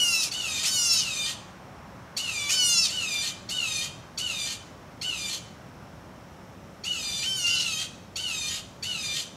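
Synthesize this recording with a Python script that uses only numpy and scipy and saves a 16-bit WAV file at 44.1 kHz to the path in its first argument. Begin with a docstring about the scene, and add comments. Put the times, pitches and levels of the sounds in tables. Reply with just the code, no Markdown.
"""Two jays scolding in the woods

Two blue jays scold a snake in leafy woodland, one near and one farther off, and some calls overlap.
Each call is a whistle plus a rasping stack of overtones and noise: its pitch scoops up, then slides down,
and it is harsh at the start and again at the end, where the voice breaks up.
Branches and trees add echoes. Behind the birds are a distant rumble, a faint leaf hiss and a faint hum."""
import sys
import numpy as np
from scipy import signal
from scipy.fft import rfft, irfft, next_fast_len
from scipy.io import wavfile
from scipy.ndimage import uniform_filter1d

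SR = 44100
rng = np.random.default_rng(int(sys.argv[2]) if len(sys.argv) > 2 else 0)


def master(y):
    """Save y as 16-bit WAV."""
    cut = np.clip(np.atleast_2d(y).T, -1, 1)
    pcm = np.round(cut * 32767)  # scale
    wavfile.write(sys.argv[1], SR, pcm.astype(np.int16))


N = 412776  # length of the scene [samples]

# The near jay's screams: (start [s], length [s], top pitch [Hz], low pitch [Hz], slide time [s],
#   slide steepness [exponent], whistle peak [dB], time of that peak [s], opening rasp [dB], full rasp [dB],
#   brightness [dB per octave], roughness before harshness is applied [0-1],
#   length of the harsh end [s], downward beak sweep [Hz per closing time])
NEAR_CALLS = [ (-0.11, 0.405, 1516, 1276, 0.195, 2.9, -21, 0.097, -27, -27.5, 6, 0.14, 0.067, 1300),
              (0.644, 0.4, 1534, 1282, 0.2, 2.5, -30, 0.13, -24, -24, 2.5, 0.07, 0.04, 2960),
              (2.492, 0.402, 1532, 1245, 0.255, 2, -23.5, 0.11, -22.5, -23.5, 1.5, 0.03, 0.037, 4180),
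              (7.225, 0.43, 1547, 1395, 0.17, 9.2, -26, 0.23, -38, -32, 1, 0.16, 0.075, 2620), ]

# The far jay's jeers, before the bird is mixed lower: (start [s], length [s], top pitch [Hz],
#   low pitch [Hz], slide time [s], high whistle [dB], low whistle [dB], opening rasp [dB], full rasp [dB],
#   brightness [dB per octave], crack in the slide [0-1], late roughness before harshness is applied [0-1],
#   late half-pitch overtones [dB], length of the break-up [s])
FAR_CALLS = [ (0.312, 0.41, 1506, 1205, 0.13, -30, -34.5, -31.5, -29, 0.5, 0.4, 0.27, -5, 0.125),
             (0.925, 0.42, 1533, 1190, 0.14, -31.5, -36, -29, -30, 0, 0.6, 0.06, -7, 0.085),
             (2.165, 0.42, 1483, 1149, 0.13, -29.5, -35.5, -27.5, -31, 1, 0.9, 0.06, -4, 0.085),
             (2.888, 0.44, 1511, 1175, 0.139, -28, -35, -31, -30, 0, 0.5, 0.14, -14, 0.1),
             (3.488, 0.4, 1507, 1207, 0.14, -28, -34, -31, -29.5, 1, 0.54, 0.06, -6, 0.071),
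             (4.174, 0.39, 1503, 1168, 0.13, -27.5, -39.5, -30, -31, 0.5, 0.7, 0.16, -13, 0.1),
             (5.012, 0.38, 1510, 1170, 0.12, -26, -43, -31.5, -32, 0.5, 0.3, 0.16, -13, 0.098),
             (6.836, 0.46, 1486, 1179, 0.126, -27.5, -44, -33.5, -31, 0, 0.3, 0.09, -6, 0.065),
             (7.462, 0.41, 1506, 1202, 0.208, -26, -38, -29, -30.5, -0.5, 0.4, 0, -2, 0.089),
             (8.156, 0.45, 1530, 1200, 0.14, -28.5, -37.5, -31, -31, 0, 0.35, 0.06, -8, 0.12),
             (8.824, 0.43, 1503, 1186, 0.13, -29, -40, -33, -31, 0, 0.27, 0.2, -8, 0.11), ]

# Relative colour of each bird's throat and open beak: (frequency [Hz], level [dB])
NEAR_THROAT = [(1200, -3.5), (1900, -23), (2400, -9), (3400, -8.5), (4000, -7), (4600, -1.5), (5500, 1),
               (6200, -1), (7000, -5), (8000, -12.5), (9100, -9.5), (11000, -21.5), (13000, -23.5),
               (15500, -38)]
FAR_THROAT = [(1200, -4), (1900, -9), (2400, -5), (3200, 1), (3800, 0.5), (4600, 3), (5400, -7.5),
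              (6200, 2.5), (7000, -1), (8000, -5.5), (9200, -10.5), (11000, -14), (13000, -18.5),
              (15500, -35)]

# Overtones of the squeak that opens a call, relative: (multiple of its pitch [count], level [dB])
SQUEAK_OVERTONES = [(2, -8.5), (3, -4.5), (4, 6), (5, 0), (6, -4), (7, -44)]

# How long the trees' echoes ring: (frequency [Hz], time to fall 60 dB [s])
WOOD_RING = [(1500, 0.72), (3000, 0.58), (6000, 0.59), (10000, 0.5), (15000, 0.035)]

# Relative colour of distant rumble and foliage: (frequency [Hz], level [dB per Hz])
AIR_COLOUR = [(20, -48), (30, -35), (40, -16), (65, -6.5), (100, -2), (200, -4), (450, -12.5), (550, -9.5),
              (1200, -12.5), (3000, -25.5), (4800, -31.5), (5500, -26), (6300, -31.5), (9000, -38.5),
              (15700, -43)]

# Background levels: random unevenness of the low rumble, and a mid wash that fades slightly.
# Only the changes around each mean are used, and the wash's are scaled later:
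#   (time [s], low rumble [dB], mid wash [dB])
AIR_LEVELS = [(0.1, -52.5, -50.5), (0.15, -56, -51), (0.56, -51.5, -50.5), (9.15, -50.5, -54),
              (9.25, -55.5, -53.5)]

# Resonance that takes over as each beak closes: final pitch [Hz], width [Hz], height [dB], closing time [s]
NEAR_CLOSING = (3130, 580, 9.4, 0.19)
FAR_CLOSING = (2930, 280, 6.9, 0.22)
FAR_SWEEP_HZ = 710  # downward sweep of the far beak's resonance per closing time

# Both birds
SCOOP, SCOOP_S = 0.23, 0.019  # a call starts this fraction below its pitch, and catches up
RELEASE_S = 0.0444  # the breath runs out over the last moments of a call
SQUEAK_HZ = 1117

# The near jay's scream
SCREAM_OPENING_S = 0.048
SCREAM_LULL_DB, SCREAM_SWELL_S = -5.5, 0.28
WHISTLE_RISE_DB, WHISTLE_RISE_S = -8, 0.038  # below the peak, before the peak
WHISTLE_FADE_DB_PER_S = -47  # after the peak
SCREAM_SAG_HZ, SCREAM_SAG_S = 199.4, 0.04  # the pitch sags as the breath runs out
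SCREAM_DULLING_DB_PER_S = -5  # change of brightness (dB per octave) each second
SCREAM_HALF_DB, SCREAM_OPENING_HALF_DB = -4, 4  # half-pitch overtones

# The far jay's jeer
JEER_OPENING_S, JEER_WHISTLE_IN_S = 0.029, 0.017
JEER_LULL_DB, JEER_SWELL_S = -8, 0.3
JEER_STEEPNESS = 4.3  # how abruptly the slide sets in
JEER_ROUGH, CRACK_S = 0.33, 0.025  # early roughness before harshness is applied; width of the crack
JEER_END_LIFT_HZ = 49.7  # the pitch lifts as the voice breaks up
JEER_HIGH_HALF_DB, JEER_SLIDE_HALF_DB, JEER_DOUBLED_HALF_DB = -0.5, -6, 9  # half-pitch overtones

# Background
AIR_DB = -46
HUM_HZ, HUM_DB, HUM_THIRD_DB = 183, -58.5, -6  # third harmonic is relative to the hum's fundamental
EDGE_HZ = 15750  # upper edge of the sound


def scream(row, catch_db=-7, catch_s=0.018, release_db=-11, whistle_release_db=-12, rough_s=0.039,
           breakup_takes_s=0.04):
    """The near jay's controls: the whistle peaks and fades while the clear stack of overtones swells."""
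    (*pitch, whistle_db, peak_s, opening_db, full_db,
     tilt_db, rough, breakup_s, sweep_hz) = row
    t, age, left, slid, hz = glide(*pitch)
    hz = hz - SCREAM_SAG_HZ * np.exp(-left / SCREAM_SAG_S)
    opening = np.exp(-(age / SCREAM_OPENING_S) ** 4)
    release = np.clip(1 - left / RELEASE_S, 0, 1)
    breakup = ease(.5 + (breakup_s - left) / breakup_takes_s)

    whistle = whistle_db + WHISTLE_RISE_DB * ease((peak_s - age) / WHISTLE_RISE_S)
    whistle += WHISTLE_FADE_DB_PER_S * np.maximum(age - peak_s, 0)
    whistle += whistle_release_db * breakup

    swelling_db = full_db + SCREAM_LULL_DB * (1 - ease(age / SCREAM_SWELL_S))
    rasp = blend(swelling_db, opening_db, opening)
    rasp += catch_db * bump(age, catch_s) + release_db * release

    tilt = tilt_db + SCREAM_DULLING_DB_PER_S * (age - left) / 2
    rough = blend(rough, 1, np.maximum(bump(age, rough_s), breakup))
    half = blend(SCREAM_HALF_DB, SCREAM_OPENING_HALF_DB, opening)
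    return t, hz, whistle, rasp, tilt, rough, half, (*NEAR_CLOSING, sweep_hz)


def jeering(row, whistle_out_db=-9, release_db=-19, opening_tilt_db=2, whistle_in_db=-24,
            breakup_takes_s=0.032, collapse_s=0.058):
    """The far jay's controls: the whistle gives way to rasp as the pitch slides, then the voice breaks up."""
    (*pitch, high_db, low_db, opening_db, full_db, tilt_db,
     crack, late_rough, late_half_db, breakup_s) = row
    t, age, left, slid, hz = glide(*pitch, JEER_STEEPNESS)
    opening = np.exp(-(age / JEER_OPENING_S) ** 4)
    swell = ease(age / JEER_SWELL_S)
    # the half-pitch overtones first grow strong, then the rasp turns to noise
    doubling = ease(.5 + (breakup_s - left) / breakup_takes_s)
    collapse = ease((breakup_s - left) / collapse_s)
    fade_db = release_db * np.clip(1 - left / RELEASE_S, 0, 1)

    whistle = blend(high_db, low_db, slid) + whistle_in_db * np.exp(-age / JEER_WHISTLE_IN_S)
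    whistle += whistle_out_db * doubling + fade_db
    rasp = blend(full_db + JEER_LULL_DB * (1 - swell), opening_db, opening) + fade_db

    slide_s = pitch[-1]
    cracking = crack * bump(age - slide_s + CRACK_S / 2, CRACK_S)
    strain = np.max([opening, cracking, (doubling + collapse) / 2], axis=0)
    rough = blend(blend(JEER_ROUGH, late_rough, swell ** 4), 1, strain)

    half = blend(JEER_HIGH_HALF_DB, late_half_db, swell) + JEER_SLIDE_HALF_DB * np.sin(np.pi * slid)
    half = blend(half, JEER_DOUBLED_HALF_DB, doubling) * (1 - collapse)
    tilt = tilt_db + opening_tilt_db * opening
    hz = hz + JEER_END_LIFT_HZ * doubling
    return t, hz, whistle, rasp, tilt, rough, half, (*FAR_CLOSING, FAR_SWEEP_HZ)


def bird(calls, course, throat, **voice):
    """All the calls of one jay, each following that bird's course."""
    out = np.zeros(N)
    for row in calls:
        start_s, sound = call(course(row), throat, **voice)
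        add(out, start_s, sound)
    return out


def glide(start, length, top_hz, low_hz, slide_s, steepness, scoop_shape=1.51):
    """Time, age, time left, progress of the slide and pitch: a quick scoop up, then a slide down."""
    t = np.arange(max(start, 0), start + length, 1 / SR)
    age = t - start
    slid = 1 - 1 / (1 + (age / slide_s) ** steepness)
    scoop = 1 - SCOOP * np.exp(-(age / SCOOP_S) ** scoop_shape)
    return t, age, length - age, slid, blend(top_hz, low_hz, slid) * scoop


def call(controls, throat, harsh, jitter, blur, flutter, low_db, squeak_share, attack_s, hoarse_db,
         squeak_s=0.0087):
    """One call: the voice organ swings in alternate strong and weak cycles and turns noisy when pushed."""
    t, hz, whistle_db, rasp_db, tilt_db, rough, half_db, closing = controls
    size, age = len(t), t - t[0]
    rough = np.clip(harsh * np.clip(rough, 0, 1) ** 0.84, .005, .97)
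    # the pitch trembles, more so in the rough stretches
    tremble = jitter * (0.42 + rough) * wander(size, 450) + 0.0029 * wander(size, 43.0)
    phase = 2 * np.pi * np.cumsum(hz * (1 + tremble)) / SR

    # the second harmonic is the whistle; the fundamental and the line between them leak out weakly
    unsteady = evened(1 + flutter * np.sqrt(rough) * wander(size, 135))
    whistle = np.sqrt(2) * np.sin(2 * phase) * unsteady
    low_gain = gain_of(low_db + 0.42 * whistle_db + 0.22 * rasp_db)
    low = low_gain * (np.sin(phase) + 1.1 * gain_of(half_db) * np.sin(3 * phase / 2))

    # in a hoarse voice the top of the range is more noise than tone
    throat_hz, throat_db = np.transpose(throat)
    husk_db = hoarse_db * np.clip(np.log2(throat_hz / 6000), 0, 1)
    noisy = np.c_[throat_hz, throat_db + husk_db]
    tonal = np.c_[throat_hz, throat_db - husk_db]

    # noise comes in puffs, one every other cycle, and in an uneven rattle
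    puff_shape = 1 + 0.62 * np.cos(phase / 2)
    rattle = 1 + 0.5 * wander(size, 200)
    puffs = evened(hiss(noisy, t, tilt_db, closing) * puff_shape * rattle)
    lines = overtones(tonal, t, hz, phase, tilt_db, half_db, closing, blur)
    rasp = np.sqrt(1 - rough) * lines + np.sqrt(rough) * puffs

    # the opening squeak gives way to the full voice
    opening = np.clip(squeak_share, 0, 1) * np.exp(-(age / squeak_s) ** 4)
    rasp = np.sqrt(1 - opening) * rasp + 1.55 * np.sqrt(opening) * squeak(size)

    voice = gain_of(rasp_db) * rasp + gain_of(whistle_db) * whistle + low
    fade_in = np.clip(age / attack_s, 0, 1)
    fade_out = np.clip((t[-1] - t) / 0.0067, 0, 1)
    return t[0], voice * fade_in * fade_out


def overtones(throat, t, hz, phase, tilt_db, half_db, closing, blur, shimmer_db=3.0):
    """Lines at every half step of the pitch; uneven cycles make the odd ones, the highest blur into hiss."""
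    size = len(t)
    stack, power = np.zeros(size), np.zeros(size)
    for k in range(5, 25):
        line_hz = k * hz / 2
        db = read(throat, line_hz) + beak(line_hz, t[-1] - t, tilt_db, closing)
        db = db + (k % 2) * half_db
        height = gain_of(db + shimmer_db * wander(size, 16.4))
        line_phase = k * (phase / 2 + blur * wander(size, 160)) + 2 * np.pi * rng.random()
        stack += height * np.sin(line_phase)
        power += height ** 2 / 2
    return stack / np.sqrt(power)


def hiss(throat, t, tilt_db, closing):
    """Noise from turbulent breath, coloured by throat and beak."""
    hz, at, z = signal.stft(rng.standard_normal(len(t)), SR, nperseg=256)
    hz, at = hz[:, None], t[0] + at
    beak_db = beak(hz, t[-1] - at, np.interp(at, t, tilt_db), closing)
    colour = gain_of(read(throat, hz) + beak_db)
    low_cut = 1 / (1 + (1400 / (hz + 1)) ** 6)
    return evened(signal.istft(z * colour * low_cut, SR, nperseg=256)[1][:len(t)])


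def squeak(size, jitter=0.024):
    """The thin, unsteady note of membranes that have just caught."""
    phase = 2 * np.pi * np.cumsum(SQUEAK_HZ * (1 + jitter * wander(size, 300))) / SR
    note = np.zeros(size)
    for k, db in SQUEAK_OVERTONES:
        note += gain_of(db) * np.sin(round(k) * phase + 2 * np.pi * rng.random())
    return evened(note)


def beak(hz, left_s, tilt_db, closing, centre_hz=5500):
    """Gain in dB of the beak: a tilt by its opening, and a resonance that sweeps down as it closes."""
    final_hz, width_hz, height_db, closing_s, sweep_hz = closing
    shut = np.exp(-(left_s / closing_s) ** 4)
    peak_hz = final_hz + sweep_hz * left_s / closing_s
    ring_db = height_db * shut / (1 + ((hz - peak_hz) / width_hz) ** 2)
    return tilt_db * np.clip(np.log2((hz + 1) / centre_hz), -1, 1) + ring_db


def woodland(x, branches_db, trees_db, spread, count=14):
    """The direct sound, quick echoes off nearby branches, and a diffuse tail from the trees."""
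    t = np.arange(SR) / SR
    branches = np.zeros(SR)
    delay = rng.uniform(.001, spread, count)  # seconds
    branches[(delay * SR).astype(int)] = rng.choice([-1, 1], count) * np.exp(-delay / spread)

    # the tail is noise that dies away at its own speed in each band
    noise = rng.standard_normal(SR) * np.clip(t / 0.019, 0, 1)
    hz, at, z = signal.stft(noise, SR, nperseg=256)
    decay = gain_of(-60 * at / read(WOOD_RING, hz)[:, None])
    tail = signal.istft(z * decay, SR, nperseg=256)[1][:SR]

    echoes = gain_of(branches_db) * branches / np.linalg.norm(branches)
    echoes += gain_of(trees_db) * tail / np.linalg.norm(tail)
    return x + signal.fftconvolve(x, echoes)[:N]


def air(patchy_db=0.5, wash_hz=1300, wash_scale=1.75):
    """Coloured noise in soft patches: uneven rumble, slightly fading wash, leaf hiss; plus a wavering hum."""
    hz, at, z = signal.stft(rng.standard_normal(N), SR, nperseg=4096, noverlap=3072)
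    patches = uniform_filter1d(rng.standard_normal(z.shape), size=24, axis=0)
    patches = evened(uniform_filter1d(patches, size=8, axis=1))

    s, *levels = np.transpose(AIR_LEVELS)
    rumble_db, wash_db = (np.interp(at, s, db - db.mean()) for db in levels)
    hz = hz[:, None]
    level_db = rumble_db / (1 + (hz / 150) ** 4)
    level_db = level_db + wash_scale * wash_db * np.exp(-2 * np.log((hz + 1) / wash_hz) ** 2)
    z = z * gain_of(read(AIR_COLOUR, hz) + level_db + patchy_db * patches)
    wash = evened(signal.istft(z, SR, nperseg=4096, noverlap=3072)[1][:N])

    phase = 2 * np.pi * np.cumsum(HUM_HZ + 4 * wander(N, 6.05)) / SR
    hum = np.sin(phase) + gain_of(HUM_THIRD_DB) * np.sin(3 * phase)
    hum = hum * (1 + .5 * wander(N, 3.2))
    return gain_of(AIR_DB) * wash + gain_of(HUM_DB) * evened(hum)


def gain_of(db):
    """Decibels to amplitude."""
    return 10 ** (np.asarray(db) / 20)


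def evened(x):
    """Scales to an average strength (rms) of 1."""
    return x / np.sqrt(np.mean(x ** 2) + 1e-20)


def read(points, hz):
    """Reads a table of values by frequency, on a log-frequency axis."""
    f, value = np.transpose(points)
    return np.interp(np.log(hz + 1), np.log(f + 1), value)


def add(mix, s, sound):
    """Adds a sound into the mix at time s, in seconds."""
    part = mix[max(round(s * SR), 0):][:len(sound)]
    part += sound[:len(part)]


def wander(size, hz):
    """Random motion of rms 1, mostly slower than hz."""
    length = next_fast_len(size)
    f = np.fft.rfftfreq(length, 1 / SR)
    slow = rfft(rng.standard_normal(length)) / (1 + (f / hz) ** 4)
    return evened(irfft(slow, length)[:size])


def blend(a, b, share):
    """Goes from a to b as share goes from 0 to 1."""
    return a + (b - a) * share


def bump(t, width_s):
    """A bell of height 1 around t = 0."""
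    return np.exp(-(t / width_s) ** 2)


def ease(u):
    """A smooth step from 0 to 1 as u goes from 0 to 1."""
    return np.sin(np.pi / 2 * np.clip(u, 0, 1)) ** 2


def scene():
    """Both jays in the wood over the background, the same in both channels."""
    near = bird(NEAR_CALLS, scream, NEAR_THROAT, low_db=-27.5, squeak_share=0.14, attack_s=0.00099,
                harsh=.7, jitter=.004, blur=.005, flutter=.55, hoarse_db=0)
    far = bird(FAR_CALLS, jeering, FAR_THROAT, low_db=-28.5, squeak_share=0.97, attack_s=0.0039,
               harsh=.75, jitter=.007, blur=.035, flutter=.55, hoarse_db=2.5)
    # the far bird comes with stronger echoes
    near = woodland(near, branches_db=-7, trees_db=-15, spread=.015)
    far = woodland(far, branches_db=0, trees_db=-9.5, spread=.035)
    mix = near + gain_of(-4.5) * far + air()
    return np.array([mix, mix])


def record(dry):
    """Cuts everything above the upper edge with a steep low-pass filter."""
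    low_pass = signal.firwin(511, EDGE_HZ, window=("kaiser", 9), fs=SR)
    return signal.oaconvolve(dry, low_pass[None], "same")


dry = scene()
out = record(dry)
master(out)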